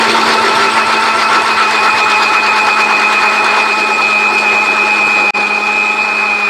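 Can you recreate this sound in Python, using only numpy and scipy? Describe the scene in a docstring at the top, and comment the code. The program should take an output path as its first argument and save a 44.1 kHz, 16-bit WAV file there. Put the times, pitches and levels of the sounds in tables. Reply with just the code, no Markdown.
"""A churning roar and a pulsing electric whine: a mixer grinder blends ice and leaves in a steel jar.
The sloshing load drags on the motor, so its mains-pulsed whine sweeps in and out of a jar resonance.
Blade tones follow the same shaft; filtered noise makes the turbulence, and decaying noise bursts the ice.
The churning calms and the ice ticks thin out as the mix gets smooth; late on, the sound cuts out briefly."""
import sys
import numpy as np
from scipy import signal
from scipy.fft import rfft, irfft
from scipy.io import wavfile
from scipy.ndimage import uniform_filter1d, minimum_filter1d

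SR = 44100
rng = np.random.default_rng(int(sys.argv[2]) if len(sys.argv) > 2 else 0)


def digitize_waveform(pressure):
    """Quantize a signal to 16-bit integers and store it at the path in sys.argv[1].

    Rows of a 2-D input are taken as channels; values are limited to [-1, 1].
    """
    field = np.atleast_2d(pressure).T
    bounded = np.clip(field, -1, 1)
    quanta = np.round(bounded * 32767).astype(np.int16)
    wavfile.write(sys.argv[1], SR, quanta)


N = 286322
TIME = np.arange(N) / SR
FREQS = np.fft.rfftfreq(N, 1 / SR)


def gain_of(db):
    """Decibels to amplitude."""
    return 10 ** (np.asarray(db) / 20)


def evened(x):
    """Scales to rms 1."""
    return x / np.sqrt(np.mean(abs(x) ** 2) + 1e-20)


def curve(rows):
    """The columns of a table (s, value, ..) at every sample."""
    s, *columns = np.transpose(rows)
    return [np.interp(TIME, s, column) for column in columns]


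def read(points, hz):
    """Interpolates a spectrum table on a log-frequency axis."""
    f, value = np.transpose(points)
    return np.interp(np.log(hz + 1), np.log(f), value)


def coloured(x, db):
    """Filters by a gain in dB at each frequency."""
    return irfft(rfft(x) * gain_of(db), N)


def wander(rate_hz):
    """Smooth random signal of rms 1, changing up to about rate_hz."""
    spectrum = rfft(rng.standard_normal(N))
    return evened(irfft(spectrum / (1 + (FREQS / rate_hz) ** 2), N))


# Motor tone levels. Each row: time in seconds, whine in dB, overtones in relative dB, roughness 0-1.
MOTOR_LEVELS = [(0, -13, -2, .5), (.55, -8.5, 4.5, 0.3), (1.3, -10, 2, 0.2), (1.6, -13.5, 2, 0.2),
                (2.2, -13.8, -2, 0.02), (3.7, -14, -1.5, .1), (5.25, -14.5, -2, .1), (5.45, -16.5, -9, 0.9),
                (5.9, -15, -3, 0.8), (6.49, -16, -9, .8)]
# Radiation of the whine by the jar. 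Each row: frequency in Hz, gain in dB.
WHINE_RADIATION = [(2270, -16), (2370, -1), (2430, 5), (2490, 2.5), (2530, 2), (2560, -7), (2605, -29),
                   (2660, -19.5), (2730, -23), (2850, -40)]
# Overtones of the shaft. Each row: multiple of the shaft speed, relative level in dB.
MOTOR_OVERTONES = [(24, -48), (36, -42), (48, -54), (60, -68), (72, -77)]
# Low sounds. Each row: time in seconds, once-a-turn hum of the unbalanced rotor in dB,
# gulping of the vortex in relative dB.
LOW_LEVELS = [(0, -25, -44.5), (.6, -29.5, -44.5), (2.25, -36, -47.5), (2.6, -34, -54), (5, -32, -51),
              (6.49, -34, -51)]
MAINS_HZ = 50


def motor(angle, pulsing=0.93, damping_db=0.3, wetting_db=3):
    """Twelve rotor slots sing, pulsing twice per mains cycle; liquid on the wall damps the overtones."""
    slots, jitter_rad, overtone_pulsing, flutter_db = 12, 0.5, 0.55, 2.6
    stutter_hz, stutter_db = 50, 5.5
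    pull = np.cos(2 * np.pi * 2 * MAINS_HZ * TIME)
    whine_db, overtones_db, rough = curve(MOTOR_LEVELS)
    shaken = angle + jitter_rad * rough * wander(stutter_hz) / slots

    pulsed = np.cos(slots * shaken) * (1 + pulsing * pull)
    whine = coloured(pulsed, read(WHINE_RADIATION, FREQS))
    dips_db = stutter_db * rough * np.maximum(wander(stutter_hz), 0)
    whine *= gain_of(whine_db - dips_db - damping_db * slosh(lag=0.24, power=0.12))

    overtones = np.zeros(N)
    for multiple, db in MOTOR_OVERTONES:
        overtones += gain_of(db + flutter_db * wander(30)) * np.cos(round(multiple) * shaken)
    overtones *= 1 + overtone_pulsing * pull
    overtones *= gain_of(overtones_db - wetting_db * slosh(lag=0.28))

    hum = gain_of(curve(LOW_LEVELS)[0] + 0.5 * wander(9.8)) * np.cos(angle)
    return np.sqrt(2) * (whine + jar(overtones) + hum)


# Mean motor speed, sinking as the mix thickens. 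Each row: time in seconds, shaft turns per second in Hz.
SHAFT_SPEED = [(0.0, 225.5), (0.35, 223.9), (1.35, 223.0), (1.58, 220.7), (1.8, 216.5), (2.3, 214.4),
               (2.85, 214.1), (3.05, 213.0), (3.66, 213.9), (3.93, 213.8), (4.17, 210.0), (4.35, 212.4),
               (4.56, 210.1), (4.75, 212.3), (5.4, 207.3), (5.77, 210.9), (6.15, 211.4), (6.45, 206.5)]
SWING_HZ = 4  # peak swing of the shaft speed in a slosh of full depth


def shaft_speed():
    """Each slosh drags the motor under its mean speed and lets it go again (Hz)."""
    return curve(SHAFT_SPEED)[0] + SWING_HZ * slosh() + 0.2972 * wander(5.06)


# Rocking of the load, shallower as it gets smooth. Each row: time in seconds, sloshes per second, depth 0-1.
SLOSHING = [(0.0, 6.683, 0.75), (0.5, 6.542, 0.85), (1.3, 7.221, 0.8), (1.8, 8.025, 1.0), (2.4, 8.751, 0.9),
            (3.4, 9.127, 0.6), (4.2, 9.173, 0.42), (5.2, 9.283, 0.25), (5.5, 11.4, 0.15), (6.49, 8.3, 0.12)]


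def slosh(lag=0.0, power=0.81):
    """Load rocking, highest when blades run free; lag in cycles, power < 1 keeps shallow sloshes felt."""
    rate_hz, depth = curve(SLOSHING)
    cycles = np.cumsum(rate_hz) / SR
    return depth ** power * np.cos(2 * np.pi * (cycles - lag))


# Blades beating the liquid. Each row: multiple of the shaft speed, steady part in relative dB,
# turbulent part in relative dB.
BLADE_TONES = [(2, -23.5, -27), (3, -24, -15.5), (4, -7.5, -7), (5, -21.5, -14.5), (6, -13.5, -9),
               (7, -30, -17), (8, -23.5, -25), (10, -28, -20), (20, -29.5, -37.5)]


def blades(angle, surge, smear_hz=32, surge_db=0.2, follow=0.47, level_db=-16.5):
    """Each blade tone has a steady core and a skirt smeared by turbulence."""
    out = np.zeros(N)
    for multiple, steady_db, turbulent_db in BLADE_TONES:
        eddies = wander(smear_hz) + 1j * wander(smear_hz)
        height = np.sqrt(2) * gain_of(steady_db) + gain_of(turbulent_db) * eddies
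        phase = round(multiple) * angle + 2 * np.pi * rng.random()
        out += (height * np.exp(1j * phase)).real
    churn_db = curve(TURBULENCE_LEVELS)[1]
    return out * gain_of(level_db + follow * (churn_db - churn_db.mean()) + surge_db * surge)


# Turbulence in three bands. Each row: time in seconds, low slosh, churn and spray, each in relative dB.
TURBULENCE_LEVELS = [(0, -20.5, -11.5, -19), (0.58, -21, -11.5, -19.5), (0.75, -25.5, -12.5, -21.8),
                     (2.4, -27, -13, -22.5), (3.62, -26, -12.5, -23.5), (3.78, -26, -18, -25),
                     (5.25, -26.5, -18.5, -26), (5.45, -28.5, -20.5, -28), (6.49, -31.5, -21, -28.5)]
# Spectrum of the churning. Each row: frequency in Hz, relative density in dB per Hz.
CHURN_SPECTRUM = [(25, -29), (62, -37), (110, -19.5), (165, -16.5), (240, -9), (340, -4), (560, -5.5),
                  (950, 3.5), (1400, 3), (2200, -1), (2900, -11), (4700, -16.5), (6500, -24), (8500, -28.5),
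                  (11500, -43), (15500, -50)]


def churning(surge, low_hz=700, high_hz=2700):
    """Low slosh, churn and spray swell with the falling liquid and burst with each splash."""
    low = 1 / (1 + (FREQS / low_hz) ** 8)
    high = 1 - 1 / (1 + (FREQS / high_hz) ** 8)
    noise = rfft(jar(bubbling())) * gain_of(read(CHURN_SPECTRUM, FREQS))
    deep = evened(irfft(noise * low, N))
    churn = evened(irfft(noise * (1 - low - high), N))
    spray = evened(irfft(noise * high, N))

    deep_db, churn_db, spray_db = curve(TURBULENCE_LEVELS)
    splash_db = splashes()
    deep *= gain_of(deep_db + 0.43 + 1.2 * surge + 0.2 * splash_db)
    churn *= gain_of(churn_db - 2.37 + 2.7 * surge + 0.94 * splash_db + 0.6 * wander(22))
    spray *= gain_of(spray_db - 0.26 + 1.9 * surge + 1.0 * splash_db + 1.04 * wander(60))
    return deep + churn + spray


def bubbling(patchy_db=1.7):
    """Bubble clouds: noise in random patches, each a few hundred Hz by a few hundredths of a second."""
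    z = signal.stft(rng.standard_normal(N), nperseg=512, noverlap=384)[2]
    clouds = uniform_filter1d(rng.standard_normal(z.shape), size=7, axis=0)
    clouds = uniform_filter1d(clouds, size=13, axis=1)
    patchy = z * gain_of(patchy_db * evened(clouds))
    return signal.istft(patchy, nperseg=512, noverlap=384)[1][:N]


# Coarse lumps of the mix falling into the blades. Each row: time in seconds, rise in dB before levelling.
FALLING_LUMPS = [(0.099, 5), (0.273, 4.5), (0.557, 4), (1.614, 1), (2.808, 3), (3.13, 1.5), (3.59, 4),
                 (4.387, 3.5)]


def splashes(lump_s=0.025, splash_db=2.5, uneven=0.52):
    """Rise in dB: a splash of random strength in every slosh, and a burst with each coarse lump."""
    falls = np.maximum(slosh(lag=0.19, power=0.46), 0) ** 3
    rise_db = splash_db * falls * (1 + uneven * wander(6.5))
    for s, db in FALLING_LUMPS:
        rise_db += db * np.exp(-((TIME - s) / lump_s) ** 2)
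    return rise_db - uniform_filter1d(rise_db, size=SR // 2)  # about the half-second mean


# Ice chips hitting the wall. Each row: time in seconds, chip level in relative dB,
# level of the sharp edge in relative dB.
ICE_HITS = [(0.119, -14, -50), (0.388, -23, -50), (0.8174, -35, -52), (1.2444, -24, -53),
            (1.4217, -18.5, -52), (1.712, -16, -54), (2.101, -14, -58), (2.998, -14, -54),
            (3.1294, -16, -55), (3.4466, -15, -56), (4.3855, -19, -55)]
# Spectrum of a chip. Each row: frequency in Hz, relative density in dB per Hz.
CHIP_SPECTRUM = [(500, -34), (2000, 7), (4500, -2.5), (8400, -4), (10000, -19), (15500, -35)]


def ice(surge, chips_db=1, chip_decay_s=0.0027, edge_db=8, edge_decay_s=0.002,
        grit_per_s=260, grit_db=-15, spread_db=3, grit_decay_s=0.0033):
    """A few large chips and a haze of fine grit strike the wall; the liquid damps each ring."""
    chips, edges = np.zeros((2, N))
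    for s, db, sharp_db in ICE_HITS:
        age_s = np.maximum(TIME - s + 0.0015, 0)  # starts 1.5 ms before the listed time
        chips += gain_of(db + chips_db) * (age_s > 0) * np.exp(-age_s / chip_decay_s)
        edges += gain_of(sharp_db + edge_db) * (age_s > 0) * np.exp(-age_s / edge_decay_s)

    sizes = gain_of(spread_db * np.minimum(rng.exponential(1, N), 5))
    hits = sizes * (rng.random(N) < grit_per_s / SR)
    grit = evened(signal.lfilter([1], [1, -np.exp(-1 / (grit_decay_s * SR))], hits))
    grit *= gain_of(curve(TURBULENCE_LEVELS)[2] + grit_db + 1.7 * surge)

    ring_db = read(CHIP_SPECTRUM, FREQS)
    ring = coloured((chips + grit) * rng.standard_normal(N), ring_db)
    ring /= np.sqrt(np.mean(gain_of(ring_db) ** 2))
    return jar(ring) + edges * rng.standard_normal(N)


# Resonances of jar and lid. Each row: centre in Hz, width in Hz, gain in dB.
JAR_RESONANCES = [(338, 46, 4), (399.3, 47, 9.5), (491, 42, 4), (620, 40, -1.5), (1085, 75, 2.5),
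                  (1221, 77, -5.5), (1313, 118, 6), (1554, 40, 4.5), (1607, 100, -6), (1720, 86, 1.5),
                  (1910, 67, -3), (1995, 55, 2.5), (2150, 40, 7.5), (2177, 100, -8), (2480, 140, 3.5),
                  (3000, 97, -3), (3550, 105, 5), (3760, 170, -1), (4225, 390, 6), (4464, 50, 7),
                  (4785, 76, 8.5), (5380, 100, 5), (6100, 130, -4), (7640, 79, 6), (7900, 160, -13.5),
                  (8120, 300, 4), (9200, 200, -0.5), (10600, 400, 2), (11650, 400, 5), (12620, 180, 8)]


def jar(x):
    """The fixed resonances of the steel jar and its lid."""
    gain_db = np.zeros(len(FREQS))
    for hz, width_hz, db in JAR_RESONANCES:
        gain_db += db / (1 + (2 * (FREQS - hz) / width_hz) ** 2)
    return coloured(x, gain_db)


def gulps(centre_hz=110, width_hz=30, swing_db=8.5):
    """The vortex gulps air with a low thud whenever the blades run free."""
    band = np.exp(-((FREQS - centre_hz) / width_hz) ** 2)
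    thud = evened(irfft(rfft(rng.standard_normal(N)) * band, N))
    return thud * gain_of(curve(LOW_LEVELS)[1] - 2.0 + swing_db * slosh(lag=-0.14))


def scene():
    """One shaft drives every tone; liquid falls back just after each crest of speed and drives the noise."""
    angle = 2 * np.pi * np.cumsum(shaft_speed()) / SR
    surge = slosh(lag=0.14, power=0.8)
    tones = motor(angle) + jar(blades(angle, surge))
    noises = churning(surge) + ice(surge) + gulps()
    return (tones + noises)[None]


# Brief cut in the sound. Each row: time in seconds, gain in dB.
CUT_OUT = [(5.307, 0), (5.309, -47), (5.332, -47), (5.336, -18), (5.349, 0)]
EDGE_HZ = 15720  # upper band limit


def record(dry, ceiling=0.92):
    """A fast limiter holds the peaks, the sound cuts out for a moment, then the band limit."""
    allowed = np.minimum(1, ceiling / (abs(dry) + 1e-9))
    held = minimum_filter1d(allowed, size=200)
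    limited = dry * uniform_filter1d(held, size=200)
    broken = limited * gain_of(curve(CUT_OUT)[0])
    lowpass = signal.firwin(1023, EDGE_HZ, window=("kaiser", 9), fs=SR)
    return signal.oaconvolve(broken, lowpass[None], "same")


dry = scene()
out = record(dry)
digitize_waveform(out)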